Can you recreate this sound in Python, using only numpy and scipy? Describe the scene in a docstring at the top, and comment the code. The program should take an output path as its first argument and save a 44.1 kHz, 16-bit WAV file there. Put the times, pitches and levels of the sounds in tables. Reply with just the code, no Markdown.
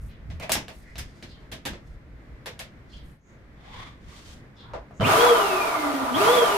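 """A low rumble and the rustle of a cord come first, in a small, bright room. The cord of an electric
balloon pump is tossed over a wooden table, plugged in and switched on with clacks and thuds; rubber
and shirt sleeves rustle. The nozzle is pressed twice. Each time the motor jumps up with a mains buzz,
its seven-blade fan roars and whines, and then the drag of the air slows it down."""
import sys
import numpy as np
from scipy import signal
from scipy.fft import rfft, irfft, next_fast_len
from scipy.io import wavfile
from scipy.ndimage import uniform_filter1d

SR = 44100
rng = np.random.default_rng(int(sys.argv[2]) if len(sys.argv) > 2 else 0)


def unload_wav(signal):
    """Save mono or channel-first audio to the path in sys.argv[1] as 16-bit WAV at rate SR, clipped to [-1, 1]."""
    wavfile.write(
        sys.argv[1],
        SR,
        np.round(np.clip(np.atleast_2d(signal).T, -1, 1) * 32767).astype(np.int16),
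    )


N = 289737
TIME = np.arange(N) / SR
FREE_TURNS_PER_S = 545  # the speed that the powered motor heads for


def undb(db):
    """Turn decibels into a number to multiply by."""
    return 10 ** (np.asarray(db) / 20)


def unit(x):
    """Scale a signal to an average (rms) level of 1."""
    return x / np.sqrt(np.mean(x ** 2))


def at_hz(points, hz):
    """Read between (pitch_hz, value) points, with every octave equally wide."""
    pitches, values = np.transpose(points)
    return np.interp(np.log(hz + 1), np.log(pitches), values)


def band(x, low_hz, high_hz, order=2):
    """Keep the sound between two pitches."""
    return signal.sosfilt(signal.butter(order, [low_hz, high_hz], "band", fs=SR, output="sos"), x)


def ring(x, modes):
    """Let a sound ring at an object's own pitches, its modes: pitch_hz, width_hz, level_db."""
    return sum(undb(db) * signal.lfilter(*signal.iirpeak(hz, hz / width, fs=SR), x)
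               for hz, width, db in modes)


def wander(per_s):
    """A random drift of about 1 up or down."""
    points = rng.standard_normal(int(N / SR * per_s) + 2)
    return np.interp(TIME * per_s, np.arange(len(points)), points)


def bump(peak_s, half_s):
    """A smooth rise from 0 to 1 and back."""
    return np.exp(-((TIME - peak_s) / half_s) ** 2)


def lagged(x, lag_s):
    """Follow a changing value smoothly and a little late."""
    keep = np.exp(-1 / (lag_s * SR))
    return signal.lfilter([1 - keep], [1, -keep], x)


def diffuse(size, colour=None):
    """Noise from all sides: alike at both ears in the bass, unrelated in the treble."""
    # how alike the ears hear it: pitch_hz, likeness (1 = the same)
    likeness = [(60, .92), (130, 0.92), (290, 0.92), (640, 0.45), (1400, 0.018), (3000, -0.031),
                (7000, -0.062)]
    hz = np.arange(size // 2 + 1) * SR / size
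    alike = at_hz(likeness, hz)
    white = rfft(rng.standard_normal((2, size)))
    mid, side = white[0] * np.sqrt(1 + alike), white[1] * np.sqrt(1 - alike)
    gain = 1 if colour is None else undb(at_hz(colour, hz))
    return unit(irfft(np.array([mid + side, mid - side]) * gain, size))


def noise(colour=None):
    """Noise from all sides, as long as the scene."""
    return diffuse(next_fast_len(N, True), colour)[:, :N]


def room(x, direct_db, build_s):
    """The direct sound, then dense echoes off table and brick that die faster in the treble."""
    # how long echoes take to fade by 60 dB: pitch_hz, fade_s
    echo_fades = [(100, 0.45), (600, 0.67), (2500, 0.4), (7000, 0.075), (15000, 0.16)]
    pitches, fades_s = np.transpose(echo_fades)
    size = SR // 2
    t, hz = np.arange(size) / SR, np.arange(size // 2 + 1) * SR / size
    spectrum, tail = rfft(diffuse(size)), 0
    for share, fade_s in zip(np.eye(len(pitches)), fades_s):
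        weight = at_hz(np.c_[pitches, share], hz)
        tail += irfft(spectrum * weight, size) * undb(-60 * t / fade_s)
    tail = unit(tail * (1 - np.exp(-t / build_s))) / np.sqrt(size)
    tail[:, 0] += undb(direct_db)
    return signal.fftconvolve(x[None], tail, axes=1)[:, :N] / np.sqrt(1 + undb(2 * direct_db))


def background(rumble_db=-53, room_db=-51):
    """A restless rumble swells with each movement over soft room noise; both dip briefly once."""
    # the cord is dragged and the arms move: peak_s, half_length_s, level_db
    swells = [(0.036, 0.11, -40.5), (0.314, 0.085, -36.5), (0.61, 0.2, -46), (1.02, 0.066, -43),
              (1.33, .06, -52), (1.727, 0.028, -41.5), (1.915, 0.059, -46.5), (2.15, .08, -44.5),
              (2.33, 0.023, -45), (2.97, 0.19, -48.5), (3.768, 0.077, -53), (4.148, .25, -51.5),
              (4.72, 0.064, -43)]
    # tone of the rumble and of the room noise: pitch_hz, level_db
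    rumble_colour = [(20, -8), (38, 0.5), (55, 5), (80, -1.5), (115, -5.5), (150, -5.5), (200, -20.5),
                     (300, -29.5), (600, -63.5)]
    room_colour = [(60, -23), (110, -2.5), (150, -6.5), (220, -7.5), (410, -15.5), (620, -18), (780, -23),
                   (1400, -22.5), (2050, -22), (2800, -33.5), (4100, -38), (6500, -45.5), (9000, -51),
                   (15000, -54)]
    movement = sum(undb(db) * bump(peak_s, half_s) for peak_s, half_s, db in swells)
    rumble = noise(rumble_colour) * (undb(rumble_db) + movement) * undb(3 * wander(14))
    flicker_db = 1.1 * wander(9)
    dip = undb(-12.5 * bump(peak_s=3.215, half_s=0.064))
    return (rumble + noise(room_colour) * undb(room_db + flicker_db)) * dip


def rubs(grain_db=3):
    """Cord and rubber slide in short, grainy strokes, each around its own pitch."""
    # sliding strokes: time_s, half_length_s, level_db, pitch_hz, width_hz
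    strokes = [(0.056, 0.046, -58.5, 8750, 9200), (0.113, 0.026, -56.5, 3040, 3010),
               (0.419, 0.013, -39, 2320, 520), (0.456, 0.012, -43, 690, 300),
               (.77, 0.054, -59.5, 7800, 9350), (0.88, 0.053, -59, 1990, 600),
               (1.097, .3, -63.5, 4750, 5000), (1.316, 0.022, -49.5, 4100, 1500),
               (1.342, 0.022, -57, 3250, 600), (1.899, 0.069, -69, 4970, 7040),
               (2.93, .018, -58, 4280, 1100), (2.943, 0.016, -50.5, 3300, 600),
               (2.952, 0.055, -56.5, 4260, 3010), (3.083, 0.069, -65.5, 8950, 8170),
               (3.295, 0.063, -67, 6500, 1105), (3.817, 0.044, -55.5, 3430, 600),
               (4.57, 0.012, -63.5, 4850, 1290), (4.609, 0.035, -51.5, 3660, 1300),
               (4.675, 0.088, -55.5, 1100, 700), (4.983, .037, -61, 6600, 1800)]
    grain = undb(grain_db * wander(140))
    friction = rng.standard_normal(N) * grain
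    out = 0
    for time_s, half_s, db, hz, width in strokes:
        mode = [(hz, width, 0)]
        out += unit(ring(ring(friction, mode), mode)) * undb(db) * bump(time_s - 0.005, half_s)
    return room(out, direct_db=-6.5, build_s=0.0023)


def knocks(tick_s=0.003, build_s=0.0058, spot_db=4):
    """Cord, plug, switch and nozzle knock: a short tick, then echoes that thud, ring, clack and snap."""
    # contacts: start_s, level_db, thud_db, body_db, snap_db, tick_db, body_hz, clack_hz
    # (thud, body and snap add to the level; the tick is set against its echoes)
    contacts = [(.301, -46, -1, -3, -18, -9, 656, 2110), (.399, -43, -1.5, 4, -8, -3, 680, 2360),
                (.424, -37, -19, 2, -12, -11, 655, 2380), (.494, -29.5, -8, 3.5, -5.5, -5, 695, 2950),
                (0.5189, -22.5, -11, -17, 4, -3.5, 755, 5000),
                (.553, -28.5, -4, -3.5, -30.5, -0.5, 870, 5200),
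                (.682, -41.5, -11, 1, -10, -3.5, 626, 2690), (.956, -43, -7, -4.5, -21, -2, 700, 3650),
                (.981, -34, -10, -11, -2, -11, 705, 4880), (1.226, -42, 1, -9.5, -14, -4.5, 604, 3960),
                (1.516, -35, -4, -5, -7, -11.5, 660, 3200), (1.6529, -28, -3, -6, -5.5, -11, 860, 1850),
                (1.734, -46.5, 1, 1.5, -25, -2, 580, 1770), (2.459, -33, -15, -2.5, -8.5, -10, 514, 1880),
                (2.592, -34, -15, -7, -5.5, -5.5, 683, 2110), (4.735, -45, 0, 16.5, -26.5, -6, 574, 1930),
                (4.909, -68.5, 14.5, 21.5, -11, -1, 660, 1890), (5.007, -34.5, 0, 13.5, -15, -9, 500, 3080)]
    # ringing of plastic and table, and clacking of hard plastic: pitch_hz, width_hz, level_db
    body_modes = [(534, 48, 0), (650, 60, 4.5), (795, 220, -14.5), (970, 600, -4)]
    clack_modes = [(1272, 310, -21.5), (1720, 220, 6.5), (2140, 830, 9.5), (2740, 680, 2.5), (3357, 870, 3),
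                   (4780, 1400, -10)]
    out, size = np.zeros((2, N)), SR // 3
    t = np.arange(size) / SR
    for start_s, level_db, thud_db, body_db, snap_db, tick_db, body_hz, clack_hz in contacts:
        # the spot that is struck adds two pitches of its own
        body = body_modes + [(body_hz, body_hz / 7, spot_db)]
        clack = clack_modes + [(clack_hz, clack_hz / 7, spot_db)]
        # thud, body, clack and snap: filter, part_db, fade_s
        parts = [(lambda x: band(x, 70, 300), thud_db - 1, 0.37),
                 (lambda x: band(ring(x, body), 330, 1500), body_db + 1, 0.23),
                 (lambda x: band(ring(x, clack), 1200, 7000), 1, 0.22),
                 (lambda x: band(x, 4600, 12800), snap_db + 1, 0.14)]
        start = int(start_s * SR)
        for shape, part_db, fade_s in parts:
            tick = 2 * undb(tick_db) * rng.standard_normal(size) * np.exp(-t / tick_s)
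            echoes = diffuse(size) * (1 - np.exp(-t / build_s)) * undb(-60 * t / fade_s)
            gain = undb(level_db + part_db) / np.linalg.norm(shape(signal.unit_impulse(SR // 20)))
            out[:, start:start + size] += gain * shape(tick + echoes)
    return out


def sleeves(glide_s=(3.65, 3.85), glide_hz=(720, 1173), grain_db=1.5):
    """Cloth brushes on cloth as the arms reach out and part; a hollow note rises with the first swing."""
    # arm swings: fastest_s, rise_s, fall_s, swish_db, hiss_db
    swings = [(3.821, 0.15, 0.09, -42.5, -54.5), (4.17, 0.11, 0.065, -54, -53),
              (4.31, 0.093, 0.071, -76, -50)]
    # tone of the cloth's swish and hiss: pitch_hz, level_db
    swish_colour = [(290, -35), (500, -14), (528, -19.5), (752, -13), (1140, -8), (1250, -17), (1900, -12),
                    (2080, -9), (2770, -19), (3490, -10.5), (3860, -18), (7000, -37.5), (9100, -61.5),
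                    (15400, -120)]
    hiss_colour = [(2000, -1.5), (3200, 3), (6500, -2.5), (9500, -10.5), (14000, -19.5), (16000, -24)]
    swish_level, hiss_level = 0, 0
    for fastest_s, rise_s, fall_s, swish_db, hiss_db in swings:
        swell = bump(fastest_s, np.where(TIME < fastest_s, rise_s, fall_s))
        swish_level += undb(swish_db) * swell
        hiss_level += undb(hiss_db) * swell
    glide = np.cos(2 * np.pi * np.cumsum(np.interp(TIME, glide_s, glide_hz)) / SR)
    hollow = unit(band(rng.standard_normal((2, N)), 1, 80) * glide)
    swish = (undb(-2) * noise(swish_colour) + undb(-6) * hollow) * swish_level
    hiss = noise(hiss_colour) * undb(-1) * hiss_level
    return (swish + hiss) * undb(grain_db * wander(90))


def motion(spin_up_s=0.104, drag_per_turn=0.00237):
    """Switched on, the motor draws less current as it gains speed; let go, air drag slows it."""
    # nozzle presses, which close the motor's switch: on_s, off_s, buzz_db
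    presses = [(4.996, 5.249, -20.5), (6.142, 6.342, -30)]
    speed, current, inrush = np.zeros((3, N))
    for on_s, off_s, buzz_db in presses:
        on, off = int(on_s * SR), int(off_s * SR)
        current[on:off] = (1 - speed[on] / FREE_TURNS_PER_S) * np.exp(-TIME[:off - on] / spin_up_s)
        inrush[on:off] = undb(buzz_db) * current[on:off] ** 1.54  # the first gulp of current
        speed[on:off] = FREE_TURNS_PER_S * (1 - current[on:off])
        speed[off:] = speed[off - 1] / (1 + drag_per_turn * speed[off - 1] * TIME[:N - off])
    # round off the change from driving to coasting
    speed = uniform_filter1d(speed, size=SR // 20).clip(0) * (TIME > presses[0][0])
    return speed, current, inrush


def motor(turns, speed, current, ear_lag_rad=0.63, sway_db=4):
    """The rotor shakes the case once a turn, its twelve slots sing and seven fan blades whine."""
    # the case on the table booms as the speed passes these: pitch_hz, width_hz, level_db
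    case_modes = [(251, 9.8, -8.5), (268.8, 6.5, -2), (290, 4.8, 0.5), (375, 6.7, -5), (408.7, 8.1, -7),
                  (474.7, 12, 2.5)]
    # how well the case lets out the blade whine: pitch_hz, level_db
    whine_colour = [(1650, -63), (1870, -46), (2200, -40.5), (2400, -36.5), (2900, -40), (3150, -38.5),
                    (3380, -28.5), (3550, -34)]
    angle = 2 * np.pi * turns
    # the hum flutters in its own way at each ear
    hum = np.array([np.sin(angle + lag + 0.5 * wander(45)) * undb(2.5 * wander(70))
                    for lag in (0, ear_lag_rad)])
    unbalance = np.sqrt(2) * hum * (speed / FREE_TURNS_PER_S) ** 2
    # the driving force presses the rotor harder into its bearings
    bearings = (undb(-40) + undb(-15) * current) * unbalance
    shake = (undb(-14) * ring(unbalance, case_modes) + bearings) * undb(sway_db * wander(60))
    # churning air at the blade tips roughens the whine
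    blades = np.sqrt(2) * np.sin(7 * angle + 0.45 * wander(300))
    blades *= undb(at_hz(whine_colour, 7 * speed) + 3 * wander(200))
    # the slots ring the case, loudest while the motor draws current
    slots = np.sqrt(2) * np.sin(12 * angle + 0.9 * wander(700))
    slots = ring(slots, [(3290, 740, -7.5), (2800, 160, -7), (2480, 550, -8.5)])
    slots = band(slots, 2190, 3440, order=4) * (undb(-47) + undb(-11.5) * current ** 2)
    octave = undb(-43) * np.sin(2 * angle)
    whine = (blades + slots + octave) * (speed > 0)
    return shake + room(whine, direct_db=0, build_s=0.00041)


def buzz(inrush, current, mains_hz=50):
    """Magnetic pull peaks twice each mains cycle: it thumps the case and rattles the motor's brushes."""
    pull = np.maximum(np.cos(2 * np.pi * 2 * mains_hz * TIME), 0) ** 4
    thump = unit(band(ring(pull, [(112, 68, 0)]), 75, 450))
    # the case judders on the table
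    judder = unit(band(ring(noise(), [(119, 30, 2.5), (153, 28, 0.5)]), 81, 180))
    brush_modes = [(527, 120, -12), (695, 170, -7), (1150, 300, 0), (3040, 74, 6)]
    rattle = unit(band(ring(noise() * pull, brush_modes), 300, 3600))
    # it growls under the strain while the rotor gathers speed
    growl = unit(band(noise(), 110, 380)) * lagged(current ** 2, lag_s=0.065)
    jolt = (undb(-4) * thump + undb(1) * judder + undb(-10) * rattle) * lagged(inrush, lag_s=0.0065)
    return jolt + undb(-27) * growl


def airflow(turns, speed, current, swirl=0.11, flutter_db=1.67):
    """Churning air roars in the fan chamber and hisses from the nozzle, pulsing a little each turn."""
    # tone of the fan's roar and the nozzle's jet: pitch_hz, level_db
    roar_colour = [(330, -24.5), (560, -5.5), (650, 6), (751, -2.5), (811, 1.5), (911, -2), (1000, 0.5),
                   (1110, -4.5), (1280, -3), (1450, -0.5), (1660, -19), (1770, -30), (2100, -39),
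                   (2730, -48), (4620, -120)]
    jet_colour = [(90, -12), (200, 0), (330, 8), (450, 14.5), (600, -19), (1700, 4.5), (2300, 4.5),
                  (3000, 0), (3600, 0.5), (4500, -3.5), (6500, -7), (8500, -9), (10000, -7), (15500, -13)]
    # ringing of the air chamber: pitch_hz, width_hz, level_db
    chamber_modes = [(701, 300, -7), (896, 46, -8), (990, 38, 6.5), (1186, 27, 14)]
    # both grow with speed, and surge while the motor drives the fan hard
    flow = speed / FREE_TURNS_PER_S
    surge = lagged(current ** 2, lag_s=0.071) * flow
    roar = undb(-21) * noise(roar_colour)
    roar += undb(-22.5) * unit(band(ring(noise(), chamber_modes), 710, 1670))
    roar *= flow ** 1.41 * (1 + 5 * surge) * undb(flutter_db * wander(45))
    jet = noise(jet_colour) * flow ** 1.73 * (1 + 7 * surge) * undb(-25 + 0.5 * wander(70))
    return (roar + jet) * (1 + swirl * np.sin(2 * np.pi * turns))


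def scene():
    """Handling noises, then the pump, over the background."""
    speed, current, inrush = motion()
    turns = np.cumsum(speed * (1 + 0.007 * wander(70))) / SR  # the rotor never runs quite evenly
    pump = motor(turns, speed, current) + buzz(inrush, current) + airflow(turns, speed, current)
    left_right = undb([[-0.15], [0.15]])
    return knocks() + rubs() + sleeves() + pump * left_right + background()


def record(dry):
    """Cut the highest treble, above 15550 Hz."""
    return signal.sosfilt(signal.ellip(10, 0.2, 70, 15550, fs=SR, output="sos"), dry)


dry = scene()
out = record(dry)
unload_wav(out)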